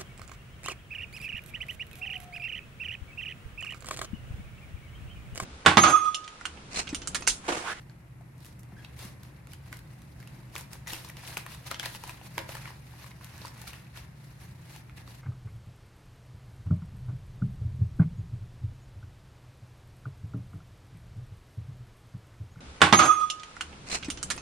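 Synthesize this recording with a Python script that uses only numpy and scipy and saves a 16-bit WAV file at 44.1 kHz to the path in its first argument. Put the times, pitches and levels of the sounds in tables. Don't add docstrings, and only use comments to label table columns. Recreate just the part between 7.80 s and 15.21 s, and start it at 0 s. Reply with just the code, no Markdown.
import sys
import numpy as np
from scipy import signal
from scipy.fft import rfft, irfft, next_fast_len
from scipy.io import wavfile
from scipy.ndimage import uniform_filter1d, map_coordinates

SR = 44100
rng = np.random.default_rng(int(sys.argv[2]) if len(sys.argv) > 2 else 0)


def persist_wave(psi):
    counts = np.round(np.clip(psi, -1, 1) * 32767).astype(np.int16)
    wavfile.write(sys.argv[1], SR, np.atleast_2d(counts).T)


N = 326825


def amp(db):
    return 10 ** (np.asarray(db) / 20)


def unit(x):
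    return x / np.sqrt(np.mean(x ** 2) + 1e-20)


def along(points, hz):
    point_hz, value = np.transpose(points)
    return np.interp(np.log(hz + 1), np.log(point_hz + 1), value)


def curves(rows):
    time_s, *columns = np.transpose(rows)
    return [np.interp(np.arange(N) / SR, time_s, column) for column in columns]


def wobble(rate):
    knots = rng.standard_normal(int(N * rate / SR) + 4)
    return map_coordinates(knots, [np.arange(N) * rate / SR])


def filtered(x, response):
    size = next_fast_len(N + SR // 2)
    hz = np.fft.rfftfreq(size, 1 / SR)
    return irfft(rfft(x, size) * response(hz), size)[..., :N]


# hz [Hz], likeness [0 to 1]
LIKENESS = [(50, 0.89), (120, 1), (200, 0.92), (400, 0.5), (1000, 0.02), (3000, 0.024), (12000, 0.038)]


def diffuse(gain):
    def mid_side_gain(hz):
        angle = np.arccos(np.clip(along(LIKENESS, hz), -1, 1)) / 2
        return gain(hz) * np.array([np.cos(angle), np.sin(angle)])

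    mid, side = filtered(rng.standard_normal((2, N)), mid_side_gain)
    return unit(np.array([mid + side, mid - side]))


# pitch_hz [Hz], width_hz [Hz], relative level_db [dB]
RESONANCES = [(48, 10, 0), (59, 9.6, 3), (71.4, 7, -5.5), (90, 5.7, -4.5), (123, 24, -9.5),
              (139.7, 13.8, -3.5), (162.7, 11.5, -7), (188.5, 11.5, -12.5), (212.4, 10.5, -17.5),
              (233, 20, -27.5), (265.6, 20, -24), (302.4, 15, -20), (332, 12, -25), (357.4, 6, -19.5)]
# hz [Hz], relative level_db [dB per Hz]
AIR_COLOUR = [(18, -43), (30, -13), (109, -1), (135, -2.5), (248, -16.5), (350, -17.5), (432, -22.5),
              (506, -20.5), (1660, -27.5), (2000, -25), (3570, -42), (4180, -45), (12000, -40),
              (14800, -52), (16500, -68)]
# time_s [s], level_db [dB]
DEEP_LEVEL = [(0, -61), (1.7, -61), (2.1, -56), (2.6, -59), (3.1, -60), (4.3, -61), (5.2, -61.5),
              (7.41, -59)]
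# time_s [s], change_db [dB]
SWELL = [(0, 1), (0.3, -0.5), (1.3, 2.5), (1.7, 0.5), (2.6, 2), (3.3, 1), (4.5, 1.5), (5.3, -0.5), (5.6, 0),
         (7.41, 0)]
DRONE_DB, AIR_DB = -51, -60


def drone():
    (deep_db,), (swell_db,) = curves(DEEP_LEVEL), curves(SWELL)

    def resonant_noise(rows):
        def response(f):
            power = sum(amp(2 * db) / (1 + (2 * (f - hz) / width) ** 4) for hz, width, db in rows)
            return np.sqrt(power)
        return diffuse(response)

    deep = resonant_noise([row for row in RESONANCES if row[0] < 65])
    main = resonant_noise([row for row in RESONANCES if row[0] >= 65])
    air = diffuse(lambda f: amp(along(AIR_COLOUR, f)) * (f > 190))
    drift = 0.47 * wobble(2.88)
    hum = amp(-50) * np.sin(2 * np.pi * 120 * np.arange(N) / SR + drift)
    noise = amp(deep_db) * deep + amp(DRONE_DB + swell_db) * main + amp(AIR_DB + swell_db) * air
    return noise + hum


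# [dB, treble over body]
SHEET_STROKES = [(0.0, 0.018, 0.061, -73, 6.5), (0.08, 0.054, 0.15, -65, -22),
                 (0.66, 0.094, 0.098, -66.5, 7), (1.01, 0.14, 0.21, -58.5, -9.5),
                 (1.222, 0.077, 0.12, -50.5, 0.5), (1.45, 0.082, 0.2, -59, -7),
                 (1.73, 0.065, 0.058, -61.5, 2), (1.88, 0.046, 0.013, -53, -6),
                 (1.94, 0.05, 0.066, -55, -2), (2.14, 0.053, 0.027, -60, -11),
                 (2.32, 0.013, 0.018, -75, 10), (2.41, 0.016, .06, -60, -5), (2.54, 0.15, 0.27, -59, -7),
                 (2.77, 0.055, 0.09, -51.5, 0.5), (2.935, 0.036, 0.062, -53.5, 0),
                 (3.079, 0.016, 0.17, -46, 1.5), (3.138, 0.049, 0.025, -48.5, 7),
                 (3.29, 0.22, 0.033, -56, 0.5), (3.39, 0.041, 0.17, -49.5, -5.5),
                 (3.44, .05, 0.044, -50, -6), (3.485, 0.038, 0.12, -48.5, 0.5),
                 (3.54, 0.036, 0.029, -48.5, -4), (3.59, 0.024, 0.051, -54.5, 5.5),
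                 (3.72, 0.061, 0.077, -52.5, 0.5), (3.871, 0.021, 0.051, -44, -3),
                 (3.919, 0.021, 0.024, -38.5, -9.5), (4.005, .008, .04, -50, -3),
                 (4.035, 0.017, 0.03, -47, -2), (4.055, 0.043, 0.067, -41.5, -5),
                 (4.169, 0.13, 0.008, -54, 6), (4.29, 0.18, 0.12, -51, -1.5),
                 (4.46, 0.038, 0.038, -54.5, 2.5), (4.57, 0.11, 0.11, -53.5, -2),
                 (4.61, .02, 0.054, -61, -8), (4.7, 0.032, 0.17, -47.5, -1),
                 (4.87, 0.13, 0.094, -46.5, -10.5), (5.24, 0.18, 0.1, -53, -3.5),
                 (5.44, 0.082, 0.64, -53.5, -6.5), (5.63, 0.093, 0.093, -51, -6.5),
                 (5.8, 0.068, 0.13, -52, -7.5), (5.88, 0.025, 0.049, -50, 2),
                 (5.94, 0.039, 0.12, -52.5, -4.5), (6.175, 0.044, 0.093, -48.5, -5.5),
                 (6.46, 0.14, 0.21, -63.5, 0), (6.611, 0.042, 0.21, -56, -4), (6.95, 0.15, .08, -53, -2.5),
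                 (7.18, 0.033, 0.074, -53.5, -5), (7.29, 0.059, 0.3, -60.5, 0)]
# [dB, treble over body]
WAD_HOLD = [(0, -67.5, -11.5), (0.9, -70, -5.5), (1.6, -65.5, -13), (2.1, -66, -2), (2.7, -66, -6.5),
            (3.35, -59, -9), (3.8, -59, -2.5), (4.4, -59.5, -6), (5.0, -62.5, -2), (5.7, -62, -6.5),
            (6.1, -62, -9.5), (6.8, -65, -9), (7.41, -62.5, -10)]
EDGE_DB, ROUND = 17.5, 1.6


def handling():
    hold_db, hold_bright_db = curves(WAD_HOLD)
    t = np.arange(0, N, 32) / SR
    loudest_s, rise_s, fall_s, level_db, bright_db = np.transpose(SHEET_STROKES)[:, :, None]
    distance = np.abs(t - loudest_s) / np.where(t < loudest_s, rise_s, fall_s)
    stroke_db = level_db - EDGE_DB * distance ** ROUND

    def stroke_energy(db):
        return np.interp(np.arange(N) / SR, t, amp(2 * db).sum(axis=0))

    body = stroke_energy(stroke_db) + amp(2 * hold_db)
    treble = stroke_energy(stroke_db + bright_db) + amp(2 * (hold_db + hold_bright_db))
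    return np.sqrt(body), np.sqrt(treble)


# hz [Hz], relative level_db [dB per Hz]
BODY_COLOUR = [(180, -41), (300, 2), (428, -11), (932, 5), (1250, -0.5), (1730, 5), (2820, 1.5), (3050, -8),
               (3600, -9.5), (4300, -8.5), (5000, -12.5), (7000, -22), (9100, -56), (15400, -120)]
# hz [Hz], relative level_db [dB per Hz]
TREBLE_COLOUR = [(2350, -6.5), (4000, 0), (8100, -6), (9230, -2), (13300, -4.5), (15600, -17), (16200, 5),
                 (16500, -49)]
# [dB, response of side over mid]
NEAR_WIDTH = [(200, -30), (700, -9), (2000, -4.5), (5000, -0.5), (14000, 1)]


def rustle():
    body_gain, treble_gain = handling()
    spectrum = signal.stft(rng.standard_normal((2, N)), nperseg=256)[2]
    patches = uniform_filter1d(rng.standard_normal(spectrum.shape[1:]), 7, 0)
    patches = unit(uniform_filter1d(patches, 4, 1))
    slide = unit(signal.istft(spectrum * amp(2.0 * patches), nperseg=256)[1][:, :N])

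    buckles = round(2300 * N / SR)
    when, pitch, size, place = rng.uniform(size=(buckles, 4)).T
    hz = 500 * amp(29 * pitch)[:, None]
    step = np.arange(SR // 200)
    grains = np.sin(2 * np.pi * hz * step / SR) * np.exp(-hz * step / SR / 1.06)
    size_db = -3.5 * np.log(size + .008)
    grains *= np.sqrt(hz) * amp(size_db)[:, None]
    at = ((when * N).astype(int)[:, None] + step).ravel()

    def scatter(weight):
        return unit(np.bincount(at, (grains * weight[:, None]).ravel(), N + SR)[:N])

    pops = np.array([scatter(np.ones(len(place))), scatter(2 * place - 1)])
    rough = slide + amp(-7.0) * pops

    def coloured(colour):
        return unit(filtered(rough, lambda f: amp(along(colour, f)) * amp([0 * f, along(NEAR_WIDTH, f)])))

    body = amp(-8.0) * body_gain * coloured(BODY_COLOUR)
    treble = amp(-2.0) * treble_gain * coloured(TREBLE_COLOUR)
    clumps_db = 0.11 * wobble(30) + 1.68 * wobble(90)
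    mid, side = amp(clumps_db) * (body + treble)
    return np.array([mid + side, mid - side])


def ports(x):
    t = np.arange(SR // 200) / SR
    paths = rng.standard_normal(len(t)) * amp(-60 * t / 0.0042)
    side = amp(-1.5) * np.convolve(x, paths / np.linalg.norm(paths))[:len(x)]
    width = amp(along(NEAR_WIDTH, np.fft.rfftfreq(len(x), 1 / SR)))
    side = irfft(rfft(side) * width, len(x))
    return np.array([x + side, x - side])


# start_s [s], large_pitch_hz [Hz],
# large_level_db [dB], small_pitch_hz [Hz], small_level_db [dB], crack_level_db [dB]
CREASES = [(0.097, 1600, -51, 4270, -49, -79), (0.41, 720, -47.5, 1600, -69, -65),
           (0.58, 900, -68, 6500, -58, -60), (0.605, 900, -64, 3000, -60, -56),
           (0.647, 575, -61, 2640, -48, -49), (0.6555, 550, -73, 3090, -51, -47),
           (0.6635, 1010, -70, 1840, -49, -47.5), (0.7262, 700, -67, 4200, -57, -57),
           (0.794, 1110, -70, 9800, -43, -60), (0.832, 510, -66, 2030, -56, -49.5),
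           (0.9219, 720, -49, 1630, -50, -69), (1.047, 2650, -42.5, 3240, -37, -55),
           (1.0475, 3830, -47, 5700, -61, -62), (1.1916, 513, -49, 1640, -63, -44),
           (1.2255, 636, -46, 4100, -50, -45), (1.2498, 1560, -58, 1570, -57, -43),
           (1.4328, 1560, -55, 3520, -47, -47), (1.671, 1370, -51, 2220, -49.5, -53),
           (1.719, 2340, -51, 5600, -50, -55), (1.734, 1470, -47, 3000, -40.5, -44),
           (1.9274, 1520, -36.5, 2030, -34, -39), (1.9694, 1550, -67, 1610, -58, -47),
           (1.9903, 1380, -63, 1940, -49, -47), (2.219, 1120, -56, 3840, -51, -52.5),
           (2.4018, 1580, -56, 1640, -51, -52), (2.4274, 560, -55, 2010, -46, -55),
           (2.474, 1550, -54, 2620, -41, -47.5), (2.7541, 1090, -35, 3600, -33, -40),
           (2.7624, 950, -38, 2250, -28, -35.5), (2.7806, 1580, -45, 10900, -29, -39),
           (2.8097, 970, -44, 7260, -36, -43), (2.932, 880, -52, 1820, -46, -37),
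           (2.954, 900, -46, 1600, -52, -56), (3.063, 910, -55, 1890, -46, -61),
           (3.0723, 1160, -59, 1980, -38, -52), (3.104, 1880, -40, 3300, -34, -52),
           (3.118, 2010, -44, 3500, -38, -52), (3.1332, 855, -37.5, 2860, -28, -33),
           (3.146, 900, -53, 2900, -38, -50), (3.2479, 1000, -44.5, 5060, -35, -42),
           (3.276, 990, -49, 1700, -55, -60), (3.2882, 740, -51, 2680, -63, -43),
           (3.297, 1400, -52, 2050, -40, -49), (3.3, 583, -54, 1910, -39, -41),
           (3.369, 920, -47, 2840, -36, -46), (3.4295, 1000, -66, 5300, -52, -55),
           (3.4509, 1400, -60, 3020, -34, -58), (3.4757, 1450, -67, 2710, -36, -44),
           (3.4813, 1510, -62, 3050, -37, -39), (3.5422, 1130, -46, 2600, -52, -44),
           (3.57, 2340, -35, 2470, -25, -33.5), (3.5712, 820, -32.5, 1490, -28, -38),
           (3.5762, 1500, -48, 2310, -42, -33.5), (3.5786, 905, -48, 2280, -49, -40),
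           (3.664, 1060, -36.5, 1860, -35.5, -41.5), (3.719, 1050, -49, 2530, -43, -49),
           (3.8683, 780, -59, 4070, -42, -58), (3.9095, 1510, -49, 3000, -33, -55),
           (3.9128, 1300, -29, 4200, -31, -32), (3.914, 1800, -34, 3270, -33, -48),
           (3.9443, 950, -43, 3150, -25, -52), (3.9947, 1470, -47, 2970, -40, -53),
           (3.997, 1630, -33, 3300, -21.5, -34.5), (4.03, 1190, -56, 2120, -34, -55),
           (4.035, 2100, -41, 4200, -45, -58), (4.042, 2500, -44, 4300, -40, -55),
           (4.0495, 2340, -35, 4400, -42, -55), (4.0574, 1830, -33, 4080, -27.5, -34),
           (4.0598, 960, -35, 2800, -30, -37), (4.1491, 880, -40, 2720, -33.5, -44),
           (4.2376, 950, -34.5, 2420, -41.5, -40), (4.276, 970, -45, 4330, -43, -41),
           (4.294, 990, -36.5, 2480, -31, -39), (4.4136, 750, -43.5, 2680, -46.5, -63),
           (4.58, 930, -23.5, 2200, -25, -32), (4.5803, 1630, -33.5, 2700, -32, -47),
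           (4.5897, 587, -38, 2860, -30, -38), (4.596, 483, -40, 1690, -50, -55),
           (4.602, 590, -39, 2300, -54, -55), (4.617, 510, -43, 2300, -48, -54),
           (4.6916, 590, -36, 2600, -36, -45), (4.752, 920, -35, 1700, -34.5, -39.5),
           (4.7684, 1260, -41, 2440, -40, -43), (4.8557, 1410, -38, 2180, -37.5, -53),
           (4.876, 1020, -38.5, 1920, -48, -61), (4.9042, 940, -40, 1920, -54, -52),
           (5.1374, 865, -46, 1830, -55, -63), (5.2427, 990, -45, 2080, -46, -54),
           (5.2632, 1050, -46, 2230, -49, -50), (5.315, 1500, -59, 2080, -44, -62),
           (5.4105, 1030, -46.5, 1740, -49, -55), (5.445, 1450, -59, 9300, -41, -43.5),
           (5.579, 930, -52, 4530, -63, -46.5), (5.617, 517, -45.5, 4180, -40, -61),
           (5.65, 1003, -32.5, 2640, -45, -56), (5.6562, 2320, -54, 4560, -34.5, -42.5),
           (5.6695, 1280, -44, 2110, -43, -46), (5.6806, 1290, -50, 5200, -38.5, -50),
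           (5.768, 1030, -49.5, 2260, -53, -60), (5.778, 906, -62, 9000, -47, -58),
           (5.8163, 840, -53, 10700, -36, -44), (5.8403, 830, -46, 2310, -46.5, -57),
           (5.8728, 1340, -42, 2420, -43, -52), (5.877, 2300, -44, 4500, -37, -43),
           (5.9046, 580, -67, 2350, -42, -48), (5.9325, 915, -44.5, 2670, -36, -48),
           (5.939, 1885, -43.5, 2720, -44, -60), (6.0454, 820, -64, 3500, -57, -62),
           (6.068, 560, -70, 2480, -51, -78), (6.1736, 1000, -46.5, 3040, -36, -45),
           (6.9618, 860, -44.5, 2660, -43, -46), (7.0958, 1350, -51, 2220, -45.5, -62),
           (7.182, 520, -65, 2050, -45, -58), (7.2769, 1140, -46, 3700, -44.5, -58)]
RING_CYCLES, CLICK_CYCLES = 19.7, 5
CLICK_DELAY_S = .0005
PANEL_NOISE_DB = -11
STRAIN_DB, STRAIN_S = -21, .03
FLURRY_DB = -13.5


def snaps():
    out = np.zeros((2, N + SR))
    t = np.arange(next_fast_len(SR // 11)) / SR
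    lead = SR // 50

    def band(x, lo_hz, hi_hz):
        sos = signal.butter(2, [lo_hz, hi_hz], "band", fs=SR, output="sos")
        return unit(signal.sosfilt(sos, x))

    def ring(hz, t60):
        return np.sin(2 * np.pi * hz * t) * amp(-60 * t / t60)

    for start_s, low_hz, low_db, mid_hz, mid_db, crack_db in CREASES:
        noise, near = rng.standard_normal((3, len(t))), rng.uniform(size=2)
        low = band(noise[0], 330, 1400)
        mid = band(noise[1], 0.51 * mid_hz, 1.46 * mid_hz)
        high = band(noise[2], 2660, 13600)
        small_t60 = RING_CYCLES / mid_hz

        large = ring(low_hz, 0.015)
        large += amp(-10) * ring(low_hz * (0.568 + 0.079 * near[0]), 0.013)
        large += amp(PANEL_NOISE_DB - 1.5 - 60 * t / 0.0086) * low
        large *= amp(low_db + 6.0) * (1 - np.exp(-t / 0.00051))

        small = ring(mid_hz, small_t60)
        small += amp(-4) * ring(mid_hz * (1.3 + 0.55 * near[1]), 0.002)
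        small += amp(PANEL_NOISE_DB - 60 * t / small_t60) * mid
        small *= amp(mid_db + 5.5) * (1 - np.exp(-t * mid_hz / 1.6))

        flick = np.roll(ring(1.12 * mid_hz, CLICK_CYCLES / mid_hz), round(CLICK_DELAY_S * SR))
        flick *= amp(mid_db + 2.5)
        crack = amp(crack_db + 2.5 - 60 * t / 0.0099) * high * (1 - np.exp(-t / 0.00021))

        flurry = amp(low_db + 1.5) * low + amp(mid_db - 0.5) * mid + amp(crack_db - 5.0) * high
        flurry *= amp(FLURRY_DB - 60 * t / 0.081) * (1 - np.exp(-t / 0.0046))

        crackle = amp(low_db) * low + amp(mid_db) * mid + amp(crack_db) * high
        strain = amp(STRAIN_DB - 60 * t[:lead] / STRAIN_S) * crackle[-lead:]
        snap = large + small + flick + crack + flurry
        whole = np.concatenate([strain[::-1], snap[:-lead]])
        out[:, round(start_s * SR) - lead:][:, :len(t)] += ports(whole)
    return out[:, :N]


# start_s [s], level_db [dB, before onset and decay], pitch_hz [Hz]
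FINGERTIPS = [(0.924, -38, 198), (1.248, -35.5, 204), (1.912, -44, 300), (3.128, -38, 324),
              (4.575, -39, 403), (5.604, -39, 184)]


def taps():
    out, t = np.zeros(N + SR), np.arange(SR // 10) / SR
    for start_s, level_db, pitch_hz in FINGERTIPS:
        push = np.sin(2 * np.pi * pitch_hz * t) * (1 - np.exp(-t / 0.00096))
        out[round(start_s * SR):][:len(t)] += amp(level_db - 60 * t / 0.063) * push
    return out[:N]


# start_s [s], length_s [s], pitch_hz [Hz, mid-squeak before scatter],
# level_db [dB, before flicker], second_db and third_db [dB over first partial], scatter [share of pitch]
SKIN_DRAGS = [(0.957, 0.065, 1680, -56.5, -10, -19, .03), (3.068, 0.026, 2086, -42.5, -13, -2, .09)]
SQUEAK_SAG, SQUEAK_FLICKER_DB = .08, 5.5


def squeaks():
    out, waver = np.zeros(N), wobble(500)
    flicker = [wobble(300) for _ in range(3)]
    for start_s, length_s, pitch_hz, level_db, second_db, third_db, scatter in SKIN_DRAGS:
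        arch = np.sin(np.pi * np.clip((np.arange(N) / SR - start_s) / length_s, 0, 1))
        hz = pitch_hz * (1 - SQUEAK_SAG * (1 - arch) + scatter * waver)
        phase = 2 * np.pi * np.cumsum(hz) / SR
        for k, part_db in enumerate((0, second_db, third_db)):
            gain = amp(level_db + part_db + SQUEAK_FLICKER_DB * flicker[k])
            out += gain * arch * np.sin((k + 1) * phase)
    return out


# hz [Hz], t60_s [s]
ROOM_DECAY = [(300, 0.63), (2000, 0.43), (12000, 0.32)]


def room(x):
    hz, t, spectrum = signal.stft(rng.standard_normal((2, SR // 2)), SR, nperseg=256)
    decay = amp(-60 * t / along(ROOM_DECAY, hz)[:, None])
    tail = signal.istft(spectrum * decay, SR, nperseg=256)[1]
    late = np.pad(x, (250, 0))[None]
    return signal.fftconvolve(late, tail / np.linalg.norm(tail[0]), axes=1)[:, :N]


def scene():
    background = drone()
    paper = rustle() + snaps() + taps() + squeaks()
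    wet = amp(-8.0) * room(paper.mean(axis=0))
    return paper + wet + background


# hz [Hz], left_minus_right_db [dB]
PORT_COLOUR = [(60, 0), (180, 0), (550, 1.5), (1650, 1.5), (4970, -1), (15000, 2.5)]
TOP_HZ = 15900


def record(dry):
    def response(hz):
        return amp(np.outer([.5, -.5], along(PORT_COLOUR, hz))) * (hz < TOP_HZ)

    return filtered(dry, response)


dry = scene()
out = record(dry)
persist_wave(out)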